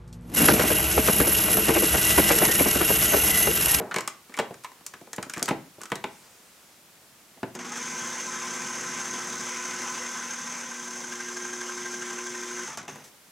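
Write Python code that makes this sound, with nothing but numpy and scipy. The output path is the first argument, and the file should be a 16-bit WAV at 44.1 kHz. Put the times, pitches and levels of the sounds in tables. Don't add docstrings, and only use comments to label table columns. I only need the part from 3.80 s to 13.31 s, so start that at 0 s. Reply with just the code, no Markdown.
import sys
import numpy as np
from scipy import signal
from scipy.fft import rfft, irfft, next_fast_len
from scipy.io import wavfile
from scipy.ndimage import uniform_filter1d

SR = 44100
rng = np.random.default_rng(int(sys.argv[2]) if len(sys.argv) > 2 else 0)


def pcm_store(signal):
    levels = np.round(np.clip(np.atleast_2d(signal), -1, 1) * 32767)
    wavfile.write(sys.argv[1], SR, levels.astype(np.int16).T)


def amplitude_ratio(level_db):
    exponent = np.asarray(level_db, float) / 20
    return 10 ** exponent


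N = 419391
TIME = np.arange(N) / SR

# f/Hz, level/dB per Hz
BOWL_THUD = [(40, -12), (150, 1.5), (205, 1), (290, -2.5), (370, 0.5), (520, -2.5), (900, -6),
             (1500, -48.5)]
# f/Hz, level/dB per Hz
WALL_CRACK = [(300, -52), (800, -12.5), (1500, -3.5), (2500, -8.5), (4000, -16), (8000, -41)]


def evened(x):
    return x / np.sqrt(np.mean(x ** 2) + 1e-20)


def read(points, hz):
    f, value = np.transpose(points)
    return np.interp(np.log(hz + 1), np.log(f + 1), value)


def curves(rows):
    s, *columns = np.transpose(rows)
    return [np.interp(TIME, s, column) for column in columns]


def during(rows, fade_s=0.014):
    return np.clip(np.minimum(TIME - rows[0][0], rows[-1][0] - TIME) / fade_s, 0, 1)


def add(mix, s, sound):
    part = mix[round(s * SR):][:len(sound)]
    part += sound[:len(part)]


def shaped(x, gain):
    size = next_fast_len(x.shape[-1], real=True)
    spectrum = rfft(x, size) * gain(np.fft.rfftfreq(size, 1 / SR))
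    return irfft(spectrum, size)[..., :x.shape[-1]]


def smooth_twice(x, first, second):
    return uniform_filter1d(uniform_filter1d(x, first, 0), second, 1 if x.ndim > 1 else 0)


def wander(length):
    return evened(smooth_twice(rng.standard_normal(N), length, length))


def noise(points, patchy_db=1.5, peaks=()):
    hz = np.fft.rfftfreq(1024, 1 / SR)
    real, imaginary, patches = rng.standard_normal((N // 256 + 5, 513, 3)).T
    patches = evened(smooth_twice(patches, 14, 8))
    colour = amplitude_ratio(read(points, hz))
    for f, width, db in peaks:
        colour = colour + amplitude_ratio(db) / (1 + ((hz - f) / (0.45 * width)) ** 2)
    z = (real + 1j * imaginary) * colour[:, None] * amplitude_ratio(patchy_db * patches)
    return evened(signal.istft(z, nperseg=1024, noverlap=768)[1][:N])


def ring(chance, gain, rise_s, t60, blow=0.37, tail=0.31):
    t = np.arange(len(chance)) / SR
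    rise = (1 - np.exp(-t / rise_s)) ** 2
    decay = amplitude_ratio(-60 * t / (blow * t60)) + tail * amplitude_ratio(-60 * t / t60)
    sound = shaped(chance, gain) * rise * decay
    return sound / abs(sound).max()


def knock(crack_db, thud_db, tick_db, hz, chance):
    # f/Hz, level/dB per Hz
    latch_tick = [(1500, -8.5), (3500, -9.5), (5200, -3), (7500, 0), (10000, -8.5), (13000, -15),
                  (16000, -25)]
    t60 = np.clip(0.066 - 0.001 * (thud_db - crack_db), .015, .4)
    hardness = np.clip(0.021 * (tick_db - crack_db), -.7, .7)

    def wall_gain(f):
        return amplitude_ratio(read(WALL_CRACK, f)) + 1.25 / (1 + ((f - hz) / 110) ** 2)

    def latch_gain(f):
        return amplitude_ratio(read(latch_tick, f)) * (f / 7000 + .01) ** hardness

    crack = ring(chance[0], wall_gain, 0.00081, t60)
    thud = ring(chance[1], lambda f: amplitude_ratio(read(BOWL_THUD, f)), 0.0025, 1.8 * t60)
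    tick = ring(chance[2], latch_gain, 0.00026, 0.87 * t60, blow=0.21, tail=0.16)
    return amplitude_ratio(crack_db) * crack + amplitude_ratio(thud_db + 0.4) * thud + amplitude_ratio(tick_db - 2.0) * tick


def set_down():
    level_db, t60 = -30.5, 0.37
    t = TIME[:SR // 2]
    dying = shaped(rng.standard_normal(SR // 2),
                   lambda f: amplitude_ratio(read(BOWL_THUD, f)) + 0.63 * amplitude_ratio(read(WALL_CRACK, 1.8 * f)))
    return evened(dying) * amplitude_ratio(level_db - 60 * t / t60)


def knocks():
    # t/s, crack level/dB, thud level/dB, tick level/dB, crack f/Hz
    seating = [(0.001, -44, -26, -55, 1040), (0.017, -38, -35, -56, 980), (0.111, -23, -41, -31, 1460),
               (0.117, -22, -36, -43, 1470), (0.142, -20, -31.5, -18.5, 1090),
               (0.161, -15.5, -19, -16.5, 2250), (0.184, -19, -29, -19, 1090),
               (0.207, -26.5, -41, -18.5, 1100), (0.276, -21, -38, -13, 1260), (0.341, -47, -51, -55, 1210),
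               (0.495, -41, -39, -44, 1100), (0.521, -42, -60, -56, 1490), (0.54, -29.5, -56, -30, 2210),
               (0.555, -41, -50, -53, 1170), (0.568, -40, -42, -29, 2210), (0.574, -27, -40, -27, 1170),
               (0.588, -15.5, -20.5, -17.5, 870), (0.596, -20, -19.5, -22, 870),
               (0.599, -20, -29, -29, 725), (0.707, -37, -29.5, -55, 760), (0.741, -36, -57, -34, 990),
               (0.837, -42, -57, -34, 1430), (0.845, -25.5, -52, -29.5, 1010), (0.917, -39, -51, -42, 990)]
    # t/s, crack level/dB, thud level/dB, tick level/dB, crack f/Hz
    locking = [(1.009, -50, -46, -54, 865), (1.064, -37, -62, -18.5, 1130), (1.137, -30.5, -43, -34, 1320),
               (1.212, -46, -38.5, -43, 2270), (1.271, -42, -41, -56, 870), (1.331, -31, -40, -18, 1780),
               (1.362, -51, -65, -28, 880), (1.381, -24.5, -22.5, -43, 870), (1.427, -27, -40, -22, 1320),
               (1.465, -49, -34.5, -55, 850), (1.497, -28.5, -49, -19.5, 1320),
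               (1.536, -25.5, -48, -18.5, 2340), (1.563, -30, -33, -33, 1834), (1.571, -26, -28, -29, 1190),
               (1.579, -29, -34, -21.5, 1190), (1.594, -30, -51, -27, 1190), (1.62, -30, -24, -40, 1570),
               (1.627, -28, -27.5, -6.5, 1340), (1.657, -34, -45, -19.5, 915),
               (1.679, -21.5, -39, -29, 1650), (1.682, -21, -26, -24, 900), (1.687, -15.5, -24, -15.5, 990),
               (1.692, -27, -36, -26, 1270), (1.708, -20, -14.5, -34, 865)]
    # t/s, crack level/dB, thud level/dB, tick level/dB, crack f/Hz
    letting_go = [
        (1.72, -29, -24, -40, 850),
        (1.982, -54, -39, -57, 1450),
        (2.007, -39, -54, -53, 1200),
        (2.015, -35, -41, -25.5, 1530),
        (2.034, -32, -45, -25, 1220),
        (2.055, -32, -55, -29, 1320),
        (2.101, -36, -50, -34, 1210),
        (2.118, -15, -18.5, -23.5, 1230),
        (2.155, -26, -32.5, -22, 3970),
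        (2.24, -19, -25.5, -27.5, 870),
    ]
    # t/s, crack level/dB, thud level/dB, tick level/dB, crack f/Hz
    switching = [(3.572, -49, -43, -60, 960), (3.63, -20.5, -19, -33.5, 860), (3.751, -33, -35, -26, 780),
                 (3.79, -33, -38, -31, 750), (3.847, -37, -35, -36, 1400), (8.88, -28, -39.5, -37, 880),
                 (8.973, -28, -38, -23.5, 808), (8.985, -32, -43, -42, 1490), (9.03, -41, -43, -36, 800),
                 (9.052, -43, -42, -38, 1510), (9.079, -30, -35, -37, 790), (9.157, -36, -40, -37, 1030)]
    out = np.zeros(N)
    rows = seating + locking + letting_go + switching
    for row, chance in zip(rows, rng.standard_normal((len(rows), 3, 8192))):
        add(out, row[0], knock(*row[1:], chance))
    return out


def microphone_hiss():
    # f/Hz, level/dB per Hz
    hiss_colour = [(13, -43), (22, 7), (183, 1), (353, -2), (453, -3), (534, -2), (703, -3.5), (1090, -4),
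                   (3970, -8.5), (7270, -8.5), (14500, -12.5), (15700, -17)]
    duck = during([[3.752], [9.1]], fade_s=.025)
    return amplitude_ratio(-55.2 - 9 * duck), noise(hiss_colour, patchy_db=0.34)


def kitchen(x):
    # f/Hz, t60/s
    room_t60 = [(150, 0.47), (500, 0.34), (2000, 0.34), (6000, 0.24), (12000, 0.095)]
    taps = np.zeros((2, SR // 2))
    at = np.arange(200, SR // 2 - 20, 20) + rng.integers(0, 20, (2, (SR // 2 - 201) // 20))
    np.put_along_axis(taps, at, rng.choice([-1., 1.], at.shape), 1)
    hz, t, z = signal.stft(taps, SR, nperseg=256)
    decay = amplitude_ratio(-60 * t / read(room_t60, hz)[:, None])
    tail = signal.istft(z * decay, SR, nperseg=256)[1]
    return signal.fftconvolve(x[None], tail / np.linalg.norm(tail[0]), axes=1)[:, :N]


def brush(start, length, db):
    u = (TIME - start) / length
    return np.clip(np.minimum(u, 1 - u) / .06, 0, 1) * amplitude_ratio(db - 9.5 * np.clip(u, 0, 1))


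def rubbing():
    # t/s, length/s, level/dB
    strokes = [
        (2.29, .71, -56),
        (9.238, .055, -47),
    ]
    # f/Hz, level/dB per Hz
    friction = [(1500, -1), (4000, -6.5), (7500, -1.5), (11000, -10), (15000, -16)]
    return noise(friction, patchy_db=2.5) * sum(brush(*stroke) for stroke in strokes)


def slack():
    # free t/s, catch t/s, sag/dB per s, jolt level/dB
    catches = [
        (3.758, 3.79, 330, 1.5),
        (3.81, 3.847, 120, 2.2),
        (3.88, 3.92, 40, 3.5),
        (3.945, 3.957, 150, 5.0),
        (8.945, 8.975, 420, 4.5),
        (8.99, 9.081, 190, 6.5),
        (9.1, 9.3, 45, 0.1),
    ]
    jolt_s = .035
    slack_db = np.zeros(N)
    for free, catch, sag_db, jolt_db in catches:
        slack_db -= sag_db * (TIME - free) * (TIME > free) * (TIME < catch)
        slack_db += jolt_db * np.clip(1 - (TIME - catch) / jolt_s, 0, 1) * (TIME > catch)
    return slack_db


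def layers(mesh_hz, effort_db, lumps):
    slack_db = slack()
    whine_db = 1.3 * 20 * np.log10(mesh_hz / 516)
    gear_db = -36.7 + effort_db + .9 * slack_db
    housing_db = -36.2 + .8 * effort_db + whine_db + 1.1 * slack_db
    slosh_db = -61 + 10.5 * lumps + 3.0 * wander(2500) + .3 * slack_db
    spray_db = -52.5 + .75 * effort_db + whine_db + 1.3 * slack_db
    return gear_db, housing_db, slosh_db, spray_db


def band_rms(x, lo_hz, hi_hz):
    return np.sqrt(np.mean(shaped(x, lambda hz: (hz > lo_hz) & (hz < hi_hz)) ** 2))


def resonate(x, hz, width):
    turn = np.exp(2j * np.pi * np.cumsum(hz * np.ones(len(x))) / SR)
    r = np.exp(-np.pi * width / SR)
    return evened((turn * signal.lfilter([1], [1, -2 * r, r * r], x / turn)).real)


def case(hz):
    # f/Hz, half width/Hz, level/dB
    shell_modes = [(870, 45, -1), (1045, 41, -4), (1320, 45, 2), (1553, 80, -0.5)]
    return sum(amplitude_ratio(db) / (1 + ((hz - f) / width) ** 2) for f, width, db in shell_modes)


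def gear_mesh(mesh_hz, lumps, rattle, turn, spot, knock_db, on):
    # multiple of the mesh pitch, width/Hz, level/dB
    mesh_orders = [(1, 35, -9.5), (2, 60, -5.5), (2.58, 60, -6), (3, 64.5, 0), (4, 132, -5), (6, 50, -16)]
    white = rng.standard_normal(N)[on]
    orders = np.zeros(N)
    orders[on] = evened(sum(amplitude_ratio(db) * resonate(white, k * mesh_hz[on], width) for k, width, db in mesh_orders))
    loaded_hz = mesh_hz * (1 + (0.017 + 0.008 * lumps) * rattle)
    teeth = 2 * np.pi * np.cumsum(loaded_hz) / SR
    third = case(3 * mesh_hz) * np.sin(3 * teeth)
    second = case(2 * mesh_hz) * np.sin(2 * teeth)
    gears = amplitude_ratio(-4.5) * (1 - 0.78 * spot) * orders
    gears += (0.3 + amplitude_ratio(1.59 * knock_db - 3.5) * spot) * third
    gears += 0.6 * (1 + 0.7 * np.cos(turn - 1.1)) * second
    return gears


def churning(rattle, spot, knock_db):
    # f/Hz, level/dB per Hz
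    churn_colour = [(100, -12), (200, -5.5), (300, -6), (650, -8.5), (900, -1), (1500, -0.5), (2100, -1.5),
                    (2800, -7), (3600, -7.5), (4300, -16.5), (6000, -11), (9000, -54)]
    return noise(churn_colour, patchy_db=1.8) * amplitude_ratio(0.6 * knock_db * spot + 0.88 * rattle - 0.5)


def housing_and_spray(rattle, turn, spot, knock_db):
    # f/Hz, level/dB per Hz
    spray_colour = [(3000, -33), (4300, -21), (5300, -13), (6200, -8.5), (7000, -12.5), (8000, -16),
                    (10000, -25.5), (12500, -35), (16000, -36)]
    # f/Hz, width/Hz, level/dB
    housing_modes = [(5320, 61, -10.5), (5880, 39, -1.5), (5970, 45, -14), (6105, 48, -4.5),
                     (6385, 105, 0.5), (6740, 56, -17), (7430, 170, -14.5), (9500, 300, -25),
                     (11300, 260, -33)]
    planets = np.cos(3 * turn) + np.cos(6 * turn)
    swing = amplitude_ratio(0.28 * knock_db * spot + 0.78 * rattle + 0.89 * planets)
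    spray = noise(spray_colour, patchy_db=-0.06, peaks=housing_modes) * swing
    high = shaped(spray, lambda hz: 1 / (1 + (8800 / (hz + 1)) ** 12))
    return spray - high, evened(high)


def machine():
    # t/s, gear mesh f/Hz, effort level/dB, share of fruit still in lumps (about 0-1)
    drive = [
        (3.742, 295, -4.5, 1.1),
        (3.96, 445, -2.2, .8),
        (4.04, 516.4, -.3, 1.),
        (6.1, 511, 0, .75),
        (7.0, 519, -5.2, .4),
        (7.4, 527, -4.3, .03),
        (8.84, 519, -3.5, .25),
        (8.93, 435, -5, .6),
        (9.24, 181, -11, .9),
    ]
    # f/Hz, level/dB per Hz
    slosh_colour = [(30, -26), (90, -14), (150, -4), (200, 1.5), (260, -11), (400, -15), (800, -49)]
    turns_per_s, knock_at_s = 12.24, 7.98
    mesh_hz, effort_db, lumps = curves(drive)
    gear_db, housing_db, slosh_db, spray_db = layers(mesh_hz, effort_db, lumps)
    knock_db = 9.1 - 9.2 * lumps
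    turn = 2 * np.pi * turns_per_s * (TIME - knock_at_s)
    spot = np.exp(9 * (np.cos(turn) - 1))
    rattle = wander(400)
    running = during(drive)
    on = running > 0
    gears = gear_mesh(mesh_hz, lumps, rattle, turn, spot, knock_db, on)
    gears += churning(rattle, spot, knock_db)
    housing, spray = housing_and_spray(rattle, turn, spot, knock_db)
    parts = amplitude_ratio(gear_db) * gears / band_rms(gears[on], 800, 2500)
    parts += amplitude_ratio(housing_db) * housing
    parts += amplitude_ratio(spray_db + 1) * spray
    parts += amplitude_ratio(slosh_db + 1.5) * noise(slosh_colour, patchy_db=-0.8)
    return parts * running


def mains_hum():
    # t/s, level/dB
    third_level = [(3.75, -47), (3.93, -58), (4.15, -51.5), (6.15, -49.5), (6.64, -66), (7.06, -52),
                   (7.65, -44), (8.86, -43)]
    hum_hz = 120.1
    inrush_db = 4.0 * np.exp(-abs(TIME - third_level[0][0]) / 0.25)
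    levels_db = -50 + inrush_db, curves(third_level)[0], -61 + 2 * inrush_db
    hum = np.zeros(N)
    for k, db in zip((2, 3, 4), levels_db):
        hum += amplitude_ratio(db + 3.5) * np.sin(2 * np.pi * k * hum_hz * TIME)
    return hum * during(third_level)


def scene():
    # f/Hz, gain/dB
    side_colour = [(60, -23), (110, -43), (200, -18), (380, -23), (700, -19), (1290, -16), (2380, -14.5),
                   (4400, -14.5), (8120, -13), (15000, -24)]
    hands = knocks() + rubbing()
    add(hands, 0, set_down())
    motor = machine()
    wet, other = kitchen(hands + amplitude_ratio(-2.5) * motor)
    level, hiss = microphone_hiss()
    mid = hands + amplitude_ratio(-1) * motor + mains_hum() + amplitude_ratio(-11.5) * wet
    side = other + 0.18 * mid + amplitude_ratio(12.5) * level * hiss[::-1]
    side = shaped(side, lambda hz: amplitude_ratio(read(side_colour, hz) - 2.3))
    return mid + level * hiss + np.outer([1, -1], side)


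def top_cut(x):
    return signal.sosfilt(signal.butter(12, 16830, fs=SR, output="sos"), x)


def record(dry):
    # f/Hz, level/dB
    response = [(20, -22), (60, -12.5), (110, -7.5), (150, -2.5), (210, 0), (15850, 0), (16300, -40)]
    heard = shaped(dry, lambda hz: amplitude_ratio(read(response, hz)))
    return top_cut(heard)


dry = scene()
out = record(dry)
pcm_store(out)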